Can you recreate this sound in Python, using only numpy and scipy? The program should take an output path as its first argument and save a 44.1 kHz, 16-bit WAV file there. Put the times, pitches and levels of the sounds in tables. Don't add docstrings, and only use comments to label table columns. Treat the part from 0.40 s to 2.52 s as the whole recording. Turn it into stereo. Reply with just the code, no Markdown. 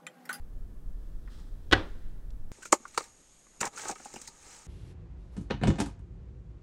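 import sys
import numpy as np
from scipy import signal
from scipy.fft import rfft, irfft, dct
from scipy.io import wavfile

SR = 44100
rng = np.random.default_rng(int(sys.argv[2]) if len(sys.argv) > 2 else 0)


def to_wav(s):
    ch = np.atleast_2d(s).T
    pcm = np.round(np.clip(ch, -1, 1) * 32767)
    wavfile.write(sys.argv[1], SR, pcm.astype(np.int16))


N = 93403
TIME = np.arange(N) / SR
BIN_HZ = np.arange(N // 2 + 1) * SR / N


def from_db(db):
    return 10 ** (np.asarray(db) / 20)


def at_hz(curve, hz):
    points_hz, values = np.transpose(curve)
    return np.interp(np.log(np.maximum(hz, 1)), np.log(points_hz), values)


def decay(start, t60):
    return (TIME >= start) * from_db(-60 * np.clip((TIME - start) / t60, 0, 5))


def stereo_noise(colour, correlation):
    mid, side = rfft(rng.standard_normal((2, N))) * from_db(at_hz(colour, BIN_HZ)) * (BIN_HZ > 10)
    alike = at_hz(correlation, BIN_HZ)
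    noise = irfft(np.sqrt(1 + alike) * mid + np.sqrt(1 - alike) * side * [[1], [-1]], N)
    return noise / np.sqrt(np.mean(noise ** 2))


# frequency in Hz, left-right correlation (-1 to 1).
CARD_IMAGE = [(60, .99), (400, 1), (1000, 0.78), (1700, 0.73), (2200, -.3), (3300, -.2), (4600, -0.67),
              (6200, -.3), (8200, 0.91), (12000, -.35)]

def widen(mono):
    phase_gap = np.arccos(at_hz(CARD_IMAGE, BIN_HZ))
    return irfft(rfft(mono) * np.exp(.5j * phase_gap * [[-1], [1]]), N)


# frequency in Hz, relative level in dB.
AIR_COLOUR = [(12, 6.5), (25, -2), (38, -0.5), (55, -13.5), (75, -18), (120, -23.5), (210, -28), (320, -34),
              (500, -39.5), (800, -46.5), (1700, -50.5), (2100, -55), (4000, -59.5), (15500, -61.5)]
# frequency in Hz, left-right correlation.
AIR_IMAGE = [(20, .85), (60, 0.96), (180, 0.99), (550, .85), (1600, 0.043), (2100, -.3), (5000, -.1),
             (15000, 0)]
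# frequency in Hz, rms level in dB.
HUM_TONES = [(92, -59.5), (285, -75), (1744, -88), (8027, -98)]

def room_tone(air_db=-37):
    hum = sum(from_db(db) * np.sqrt(2) * np.sin(2 * np.pi * (hz * TIME + rng.random()))
              for hz, db in HUM_TONES)
    return from_db(air_db) * stereo_noise(AIR_COLOUR, AIR_IMAGE) + hum


# frequency in Hz, relative level in dB.
SHORT_TAIL_COLOUR = [(60, 8.5), (170, 0), (330, 8), (900, -2), (1600, -2), (2500, -6.5), (3500, -6),
                     (5000, -14.5), (7000, -33), (13000, -52)]
LONG_TAIL_COLOUR = [(100, 3.5), (370, 10.5), (700, -3.5), (1200, -1), (1850, 2.5), (2600, -6), (3600, -2.5),
                    (5000, -6.5), (7000, -15), (13000, -27)]

def room_tail(colour, gain_db, t60, build_s=.009):
    power = 0
    for start, db, _ in CARD_CONTACTS:
        build = 1 - np.exp(-np.maximum(TIME - start, 0) / build_s)
        power += build * (from_db(db) * decay(start, t60)) ** 2
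    return from_db(gain_db) * np.sqrt(power / 2) * stereo_noise(colour, CARD_IMAGE)


# start in seconds, level in dB, band centre in Hz, t60 in seconds.
EDGE_TICKS = [(0.8763, -43, 1550, 0.0083), (0.8805, -52.5, 1534, 0.053), (1, -59, 5500, .02),
              (1.905, -52.5, 4500, 0.021)]

def edge_ticks(edge_ratio=1.3):
    ticks = 0
    for start, db, hz, t60 in EDGE_TICKS:
        low, high = hz / edge_ratio, hz * edge_ratio
        band = signal.butter(2, [low, high], "band", fs=SR, output="sos")
        makeup_gain = np.sqrt(SR / 2 / (high - low))
        burst = decay(start, t60) * rng.standard_normal(N)
        ticks += from_db(db) * makeup_gain * signal.sosfilt(band, burst)
    return widen(ticks)


# time in seconds, level in dB.
SWISH_ENVELOPE = [(.45, -93), (0.621, -73), (.78, -75), (0.894, -69), (.915, -58), (.955, -58.5),
                  (1.005, -60), (1.04, -65.5), (1.15, -71.5), (1.3, -71), (1.402, -90)]
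# frequency in Hz, relative level in dB.
SWISH_COLOUR = [(150, -5), (360, 6), (700, -5), (1300, -0.5), (2000, -3), (2600, -6), (3300, 1.5),
                (5200, .5), (6500, -8.5), (9000, -12.5), (15000, -25.5)]

def card_swish(grain_db=2, grains_per_s=270):
    times, levels_db = np.transpose(SWISH_ENVELOPE)
    grain = np.interp(TIME * grains_per_s, np.arange(N), rng.standard_normal(N))
    envelope = from_db(np.interp(TIME, times, levels_db) + grain_db * grain)
    return envelope * stereo_noise(SWISH_COLOUR, CARD_IMAGE)


def soften(hit, cutoff_hz):
    pole = np.exp(-2 * np.pi * cutoff_hz / SR)
    return signal.lfilter([1 - pole], [1, -pole], hit + 1e-18)


def ring(clicks, hz, t60):
    radius = np.exp(-np.log(1000) / (t60 * SR))
    angle = 2 * np.pi * hz / SR
    return signal.lfilter([0, np.sin(angle)], [1, -2 * radius * np.cos(angle), radius ** 2], clicks + 1e-18)


# start in seconds, level in dB, low-pass cutoff in Hz.
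CARD_CONTACTS = [(1.3132, -15.5, 5800), (1.3226, -5.5, 6000), (1.3273, 1.47, 6500), (1.3299, -0.13, 2996),
                 (1.33284, -3.5, 2050), (1.3364, -10, 1148), (1.3409, -18.5, 1250)]
# frequency in Hz, gain in dB, t60 in seconds.
BODY_MODES = [(62, -31, .4), (98.6, -15, 0.19), (300, -21, 0.046), (549, -24.5, .095), (775.6, -29, .11),
              (1157, -30, 0.052), (1310, -25.5, 0.07), (1502, -20, 0.054), (1658, -19, .06),
              (1946, -19, 0.056), (2964, -25.5, 0.049), (3300, -16.5, .046), (3740, -20, .04),
              (4630, -26, .035)]
# frequency in Hz, relative level in dB.
CRACK_COLOUR = [(35, -22), (100, -4), (300, -4.5), (550, -5), (1000, -10), (1700, 0), (2500, -4), (3600, 1),
                (5000, -6), (7500, -27), (11700, -32)]

def card_slap(snap_db=3.5, snap_band_hz=(1470, 4800), crack_db=-11.6, crack_t60=.03):
    paper = stereo_noise(CRACK_COLOUR, CARD_IMAGE)
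    clicks = crack = 0
    for start, db, cutoff_hz in CARD_CONTACTS:
        clicks += from_db(db) * soften(signal.unit_impulse(N, round(start * SR)), cutoff_hz)
        crack += from_db(db) * soften(paper * decay(start, crack_t60), cutoff_hz)
    snap = signal.sosfilt(signal.butter(3, snap_band_hz, "band", fs=SR, output="sos"), clicks)
    body = sum(from_db(db) * ring(clicks, hz, t60) for hz, db, t60 in BODY_MODES)
    slap = widen(from_db(snap_db) * snap + body) + from_db(crack_db) * crack
    low_cut = signal.butter(2, 56.4, "high", fs=SR, output="sos")
    high_cut = signal.butter(10, 11800, fs=SR, output="sos")
    return signal.sosfilt(np.vstack([low_cut, high_cut]), slap)


def scene():
    slap = card_slap()
    short_tail = room_tail(SHORT_TAIL_COLOUR, gain_db=-24.5, t60=.31)
    long_tail = room_tail(LONG_TAIL_COLOUR, gain_db=-52.5, t60=1.44)
    return slap + short_tail + long_tail + card_swish() + edge_ticks() + room_tone()


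# frequency in Hz, left minus right in dB.
STEREO_BALANCE = [(20, -3), (100, -0.2), (800, -0.2), (1400, -0.5), (2000, 1), (2500, 1), (3300, -4),
                  (4300, 0), (8000, 0.5), (12000, .5)]

def record(dry, fade_in_s=.006, high_cut_hz=15750):
    lean_db = at_hz(STEREO_BALANCE, np.arange(N) * SR / 2 / N) * [[.5], [-.5]]
    coloured = dct(dct(dry, norm="ortho") * from_db(lean_db), type=3, norm="ortho")
    high_cut = signal.ellip(10, .1, 70, high_cut_hz, fs=SR, output="sos")
    return signal.sosfilt(high_cut, coloured * np.minimum(TIME / fade_in_s, 1))


dry = scene()
out = record(dry)
to_wav(out)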